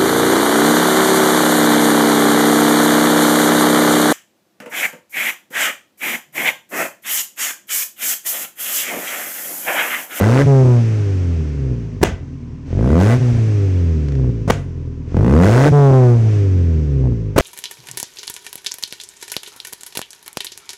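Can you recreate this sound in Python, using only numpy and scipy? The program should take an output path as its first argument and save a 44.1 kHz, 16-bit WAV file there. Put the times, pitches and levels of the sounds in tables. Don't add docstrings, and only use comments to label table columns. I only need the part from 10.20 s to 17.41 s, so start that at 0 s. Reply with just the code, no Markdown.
import sys
import numpy as np
from scipy import signal
from scipy.fft import rfft, irfft, next_fast_len
from scipy.io import wavfile

SR = 44100
rng = np.random.default_rng(int(sys.argv[2]) if len(sys.argv) > 2 else 0)


def put_to_file(sound):
    columns = np.atleast_2d(sound).T
    safe = np.clip(columns, -1, 1)
    whole_steps = np.round(safe * 32767)
    wavfile.write(sys.argv[1], SR, whole_steps.astype(np.int16))


N = 317961

# puff_start_s, blast_start_s, puff_db, blast_db, echo_db
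BACKFIRES = [(1.815, 1.828, -8.5, 15, -17), (4.278, 4.299, -3, 7.5, -23.5), (7.162, 7.179, 2, 23, -13)]
# start_s, level_db
TICKS = [(3.885, -30), (3.921, -32), (3.952, -32)]
# pitch_hz, level_db
PIPE_COLOUR = [(15, -40.5), (35, -5), (50, -10), (85, -2), (125, -9), (170, -12.5), (260, -21), (400, -24),
               (650, -59.5), (1000, -63), (2500, -88.5), (8000, -120)]
# pitch_hz, width_hz, level_db
PIPE_MODES = [(63.3, 21.3, -8.5), (139.4, 36.6, 5), (200.1, 22.4, -28.5), (239.5, 15, 3.5),
              (261.6, 20, 2.5), (341, 57, -6.5), (399.8, 8.9, 5), (494.4, 25, 12.5), (536, 13, 10.5),
              (680, 17, -11.5)]
# pitch_hz, level_db
BARK_COLOUR = [(30, -51), (80, -10.5), (130, -9.5), (180, -3), (280, -11), (450, -16), (700, -29.5),
               (1200, -39), (2500, -46.5), (8000, -95)]
# pitch_hz, level_db
RASP_COLOUR = [(80, -33), (300, 2.5), (700, -5), (1600, -9), (2500, -11.5), (4000, -17), (6500, -18),
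               (10000, -28.5), (16000, -43)]
# pitch_hz, level_db
HISS_COLOUR = [(300, -12.5), (600, 5), (950, -5), (1400, -3), (2120, -1), (2540, 0), (4080, -8.5),
               (6120, -4.5), (6900, -10.5), (8250, -14.5), (11000, -30), (15500, -55)]
# pitch_hz, level_db
RUMBLE_COLOUR = [(20, -14), (60, -20.5), (130, 16.5), (270, 9.5), (420, -13.5), (600, -42.5), (1000, -14.5),
                 (2000, -54), (5000, -84.5)]
# pitch_hz, level_db
BLAST_COLOUR = [(40, -1), (200, 10), (450, -2), (800, -10), (1500, -14), (3000, -13), (7000, -58),
                (16000, -38)]
# pitch_hz, level_db
ECHO_COLOUR = [(30, 4), (100, 10.5), (400, -7.5), (800, -12.5), (1600, -12), (3000, -7.5), (4500, -17),
               (6500, -11), (10000, -26.5), (16000, -63.5)]
# pitch_hz, fall_s
ECHO_FALL = [(100, 0.52), (1500, 0.36), (5000, 0.27), (14000, 0.11)]
# pitch_hz, width_hz, level_db
TAILPIPE_RING = [(514, 134, 7), (679.6, 37, 10.5), (878, 33, 4), (1532, 110, 6), (1996, 40, 10)]
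# pitch_hz, level_db
MIC_COLOUR = [(20, -12.5), (60, 4), (95, -1.5), (140, -2), (400, 1.5), (750, 0), (1500, -0.5), (3000, -5),
              (10000, 0), (16000, 0)]
# pitch_hz, width_hz
CHAMBERS = [(150, 73.2), (260, 67), (400, 103), (500, 158)]
# press_start_s, fully_shut_s, press_time_s, full_pull (firings per second gained each second)
BLIPS = [(-.3437, .236, .06, 316.3), (2.4494, 2.9829, .094, 315.92), (4.8556, 5.4937, .1458, 321.84)]
# hard_firing_lag_s, swell_s, fade_s, bark_db, drone_db, buzz_db
VOICING = [(.03, .06, 0.036, 3, 1.5, -19), (0.0068, 0.16, 0.073, 0, -28.5, -33),
           (0.054, 0.056, 0.032, 2, 3.5, 5)]
# speed (firings per second), push_db, bark_db, rasp_db
DRIVEN = [(42, 4.5, -13, -47.5), (74.4, 5, -8.5, -32), (86.5, -0.5, -4, -34), (93.9, 4.5, -4.5, -18),
          (118.4, 4, -18.5, -18), (141.3, 4.5, -8.5, -16.5)]
# speed (firings per second), push_db, bark_db
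COASTING = [(40.2, -21.5, -58.5), (51, -15.5, -56), (58.1, -10.5, -56), (61.4, -5, -30), (61.5, -3.5, -31),
            (72, -10.5, -47), (86.5, -8.5, -48), (107, -6, -50), (114.2, -4, -42.5)]
# time_s, change_db
MISFIRES = [(.23, -2.5), (.425, -5), (.46, -4.5), (2.972, -7.5), (3.123, -14), (3.16, -15), (5.497, -4),
            (5.673, -3), (5.703, -9)]
# time_s, exhaust_db, engine_hiss_db
NEARNESS = [(0, 1, -0.5), (2.3, 0.5, -1), (3.2, 2, -1), (4.6, 6.5, -1), (5.6, 3, -3.5), (7.21, 6.5, -2.5)]

TOP_HZ = 15800
SHUT_TIME_S = .0403
IDLE, TORQUE_KNEE, IDLE_RANGE = 37.743, 68.11, 11.144
FRICTION, PUMPING = 40.416, .2274
DRONE_HZ, DRONE_RANGE_HZ = 115.4, 8.1
BUZZ_RASP_DB = -24.5
BUZZ_DB_PER_HZ = 2.8
RUN_ON_S, DRONE_SWELL_S = 0.018, 0.028
THUMP_DB, THUMP_BELOW_HZ, THUMP_RANGE_HZ = 5, 58, 22
WHIRR_DB, WHIRR_DB_PER_OCTAVE = -36.5, 11.5
INTAKE_DB = -41.5
SWELL_S, SWELL_WIDTH_S, SWELL_DB = 6.14, 0.072, -35


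def amp(db):
    return 10 ** (np.asarray(db) / 20)


def unit(x):
    return x / np.sqrt(np.mean(x ** 2) + 1e-20)


def along(points, hz):
    f, v = np.transpose(points)
    return np.interp(np.log(hz + 1), np.log(f + 1), v)


def curves(rows):
    s, *cols = np.transpose(rows)
    return [np.interp(np.arange(N) / SR, s, c) for c in cols]


def colour(x, spectrum, modes=()):
    m = 2 * next_fast_len(len(x) // 2 + 8192, real=True)
    hz = np.fft.rfftfreq(m, 1 / SR)
    db = along(spectrum, hz)
    db = db + sum(g / (1 + (2 * (hz - f) / w) ** 2) for f, w, g in modes)
    cepstrum = irfft(np.log(amp(db)))
    cepstrum[1:m // 2] *= 2
    cepstrum[m // 2 + 1:] = 0
    response = np.exp(rfft(cepstrum))
    return irfft(rfft(x, m) * response)[:len(x)]


def noise(spectrum, modes=(), size=N):
    return unit(colour(rng.standard_normal(size), spectrum, modes))


def add(track, s, sound):
    part = track[round(s * SR):][:len(sound)]
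    part += sound[:len(part)]


def whirr(throttle, speed):
    hiss = noise(HISS_COLOUR)
    dull = signal.lfilter(*signal.butter(2, 7500, fs=SR), hiss)
    bright = speed / speed.max()
    octaves = np.log2(speed / 100)
    swell = np.exp(-((np.arange(N) / SR - SWELL_S) / SWELL_WIDTH_S) ** 2)
    power = amp(WHIRR_DB + WHIRR_DB_PER_OCTAVE * octaves) ** 2
    power += throttle * amp(INTAKE_DB) ** 2
    power += swell * amp(SWELL_DB) ** 2
    return np.sqrt(power) * (bright * hiss + (1 - bright) * dull)


def rattles():
    out, t = np.zeros(N), np.arange(SR // 20) / SR
    tick_colour = [(500, 4.5), (2000, 11.0), (6000, 8), (14000, -34.0)]  # pitch_hz, level_db
    for s, db in TICKS:
        fade = amp(-60 * t / 0.021)
        add(out, s, amp(db) * fade * noise(tick_colour, size=len(t)))
    return out


def lot_echo(t):
    hz, when, z = signal.stft(noise(ECHO_COLOUR, TAILPIPE_RING, size=len(t)), SR, nperseg=256)
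    fade = amp(-60 * when / along(ECHO_FALL, hz)[:, None])
    tail = signal.istft(z * fade, SR)[1][:len(t)]
    slap = 1 + 0.94 * amp(-60 * t / 0.3)
    return slap * tail


def backfires(blast_s, echo_s, puff_hz, brighten_db):
    out, t = np.zeros(N), np.arange(SR // 2) / SR
    for puff_start_s, blast_start_s, puff_db, blast_db, echo_db in BACKFIRES:
        puff = -2.2 * np.sin(2 * np.pi * puff_hz * t) * amp(-60 * t / 0.017)
        flame = 0.11 * noise(RASP_COLOUR, TAILPIPE_RING, size=len(t)) * amp(-60 * t / 0.38)
        add(out, puff_start_s, amp(puff_db) * (puff + flame))

        age = t[t < blast_s] / blast_s
        crack = noise(RASP_COLOUR, TAILPIPE_RING, size=len(t))[:len(age)]
        crack = amp(brighten_db * (age + 0.5) - 15) * crack
        roar = unit(noise(BLAST_COLOUR, TAILPIPE_RING, size=len(t))[:len(age)])
        swell = np.sqrt(np.sin(np.pi * age))
        add(out, blast_start_s, amp(blast_db) * (roar + crack) * swell)

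        add(out, blast_start_s + echo_s, amp(echo_db) * lot_echo(t))
    return out


def silencer(x):
    for hz, width_hz in CHAMBERS:
        x = x - 2 * signal.lfilter(*signal.iirpeak(hz, hz / width_hz, fs=SR), x)
    return x


def flywheel():
    step_s = .002
    t = np.arange(-.5, N / SR + step_s, step_s)
    pedal = []
    for on, off, press_s, _ in BLIPS:
        pedal.append(np.clip((t - on) / press_s, 0, 1) * np.clip((off - t) / SHUT_TIME_S, 0, 1))
    pedal = np.array(pedal)
    speed, speeds = IDLE, []
    for pull in np.array(BLIPS)[:, -1] @ pedal:
        torque = pull * np.tanh(speed / TORQUE_KNEE)
        drag = (FRICTION + PUMPING * speed) * np.tanh((speed - IDLE) / IDLE_RANGE)
        speed += step_s * (torque - drag)
        speeds.append(speed)
    return curves(np.column_stack([t, pedal.sum(0), speeds]))


def by_speed(rows, speed):
    at, *cols = np.transpose(rows)
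    return [amp(np.interp(speed, at, db)) for db in cols]


def effort(speed):
    t = np.arange(N) / SR
    load, edge, drone, buzz = np.zeros((4, N))
    high = np.clip((speed - DRONE_HZ) / DRONE_RANGE_HZ, 0, 1)
    for (on, off, *_), voice in zip(BLIPS, VOICING):
        lag_s, swell_s, fade_s, bark_db, drone_db, buzz_db = voice
        hard = np.clip((t - on - lag_s) / swell_s, 0, 1) * np.clip((off + RUN_ON_S - t) / fade_s, 0, 1)
        overrun = high * np.clip((t - off) / DRONE_SWELL_S, 0, 1) * (t < off + 1)
        load += hard
        edge += amp(bark_db) * hard ** 1.2
        drone += amp(drone_db) * overrun
        buzz += amp(buzz_db - BUZZ_DB_PER_HZ * (speed - DRONE_HZ)) * overrun ** 2
    driven_push, driven_bark, driven_rasp = by_speed(DRIVEN, speed)
    coast_push, coast_bark = by_speed(COASTING, speed)
    push = load * driven_push + (1 - load) * coast_push + drone
    bark = edge * driven_bark + (1 - load) * coast_bark + buzz
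    rasp = load ** 2 * driven_rasp + amp(BUZZ_RASP_DB) * buzz
    return load, np.array([push, bark, rasp])


def firings(turns, speed, bank_lag, cylinder_db, scatter_db, jitter_s):
    count = np.arange(1, int(turns[-1]))
    at = np.interp(count, turns, np.arange(N))
    rate = speed[at.astype(int)]
    slow = (speed.mean() / rate) ** 2
    chance = rng.standard_normal((len(count), 2))
    db = cylinder_db * np.minimum(slow, 1) * np.cos(np.pi * count / 2)
    db += scatter_db * np.sqrt(slow) * chance[:, 0]
    strong = count % 4 == 1
    near_idle = np.clip((THUMP_BELOW_HZ - rate) / THUMP_RANGE_HZ, 0, 1)
    not_speeding_up = np.gradient(rate) < .5
    db += THUMP_DB * strong * near_idle * not_speeding_up
    for s, change_db in MISFIRES:
        db[np.argmin(abs(at - s * SR))] += change_db
    late = bank_lag * (-1) ** count * np.minimum(slow, 1) + jitter_s * slow ** 2 * chance[:, 1]
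    at = np.clip(at + late * SR, 0, N - 2)
    whole, part = at.astype(int), at % 1
    first = np.bincount(whole, amp(db) * (1 - part), N)
    second = np.bincount(whole + 1, amp(db) * part, N)
    return -SR / 200 * (first + second)


def engine():
    throttle, speed = flywheel()
    near_db, hiss_db = curves(NEARNESS)
    load, gains = effort(speed)
    push, bark_gain, rasp_gain = amp(near_db) * gains
    turns = np.cumsum(speed) / SR
    pulses = firings(turns, speed, bank_lag=0.00021, cylinder_db=0.3, scatter_db=0.86, jitter_s=.00002)
    fronts = firings(turns, speed, bank_lag=.00004, cylinder_db=1.1, scatter_db=1.5, jitter_s=.000005)

    straight = np.minimum(4 * load, 1)
    gas = pulses * push
    through = amp(-4.5) * gas * straight + silencer(gas * (1 - straight))
    boom = colour(through, PIPE_COLOUR, PIPE_MODES)

    bark = colour(fronts * bark_gain, BARK_COLOUR, TAILPIPE_RING)
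    jet = unit(amp(-24 * (turns % 1)))
    rasp = rasp_gain * unit(colour(jet * rng.standard_normal(N), RASP_COLOUR, TAILPIPE_RING))
    rumble = amp(-31.5) * noise(RUMBLE_COLOUR, PIPE_MODES)
    return boom + bark + rasp + rumble + amp(hiss_db) * whirr(throttle, speed)


def scene():
    bangs = backfires(blast_s=0.011, echo_s=0.018, puff_hz=160, brighten_db=9.5)
    return (engine() + bangs + rattles())[None]


def overload(x, top, knee):
    return x / (1 + abs(x / top) ** knee) ** (1 / knee)


def record(dry):
    bass = signal.sosfiltfilt(signal.butter(2, 3000, fs=SR, output="sos"), dry)
    treble = dry - bass
    flat = overload(bass, top=0.52, knee=54) + overload(treble, top=0.13, knee=0.62)
    wet = signal.lfilter(*signal.butter(1, 14, "high", fs=SR), flat)
    m = next_fast_len(N + SR // 2)
    hz = np.fft.rfftfreq(m, 1 / SR)
    response = amp(along(MIC_COLOUR, hz)) * (hz < TOP_HZ)
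    return irfft(rfft(wet, m) * response, m)[..., :N]


dry = scene()
out = record(dry)
put_to_file(out)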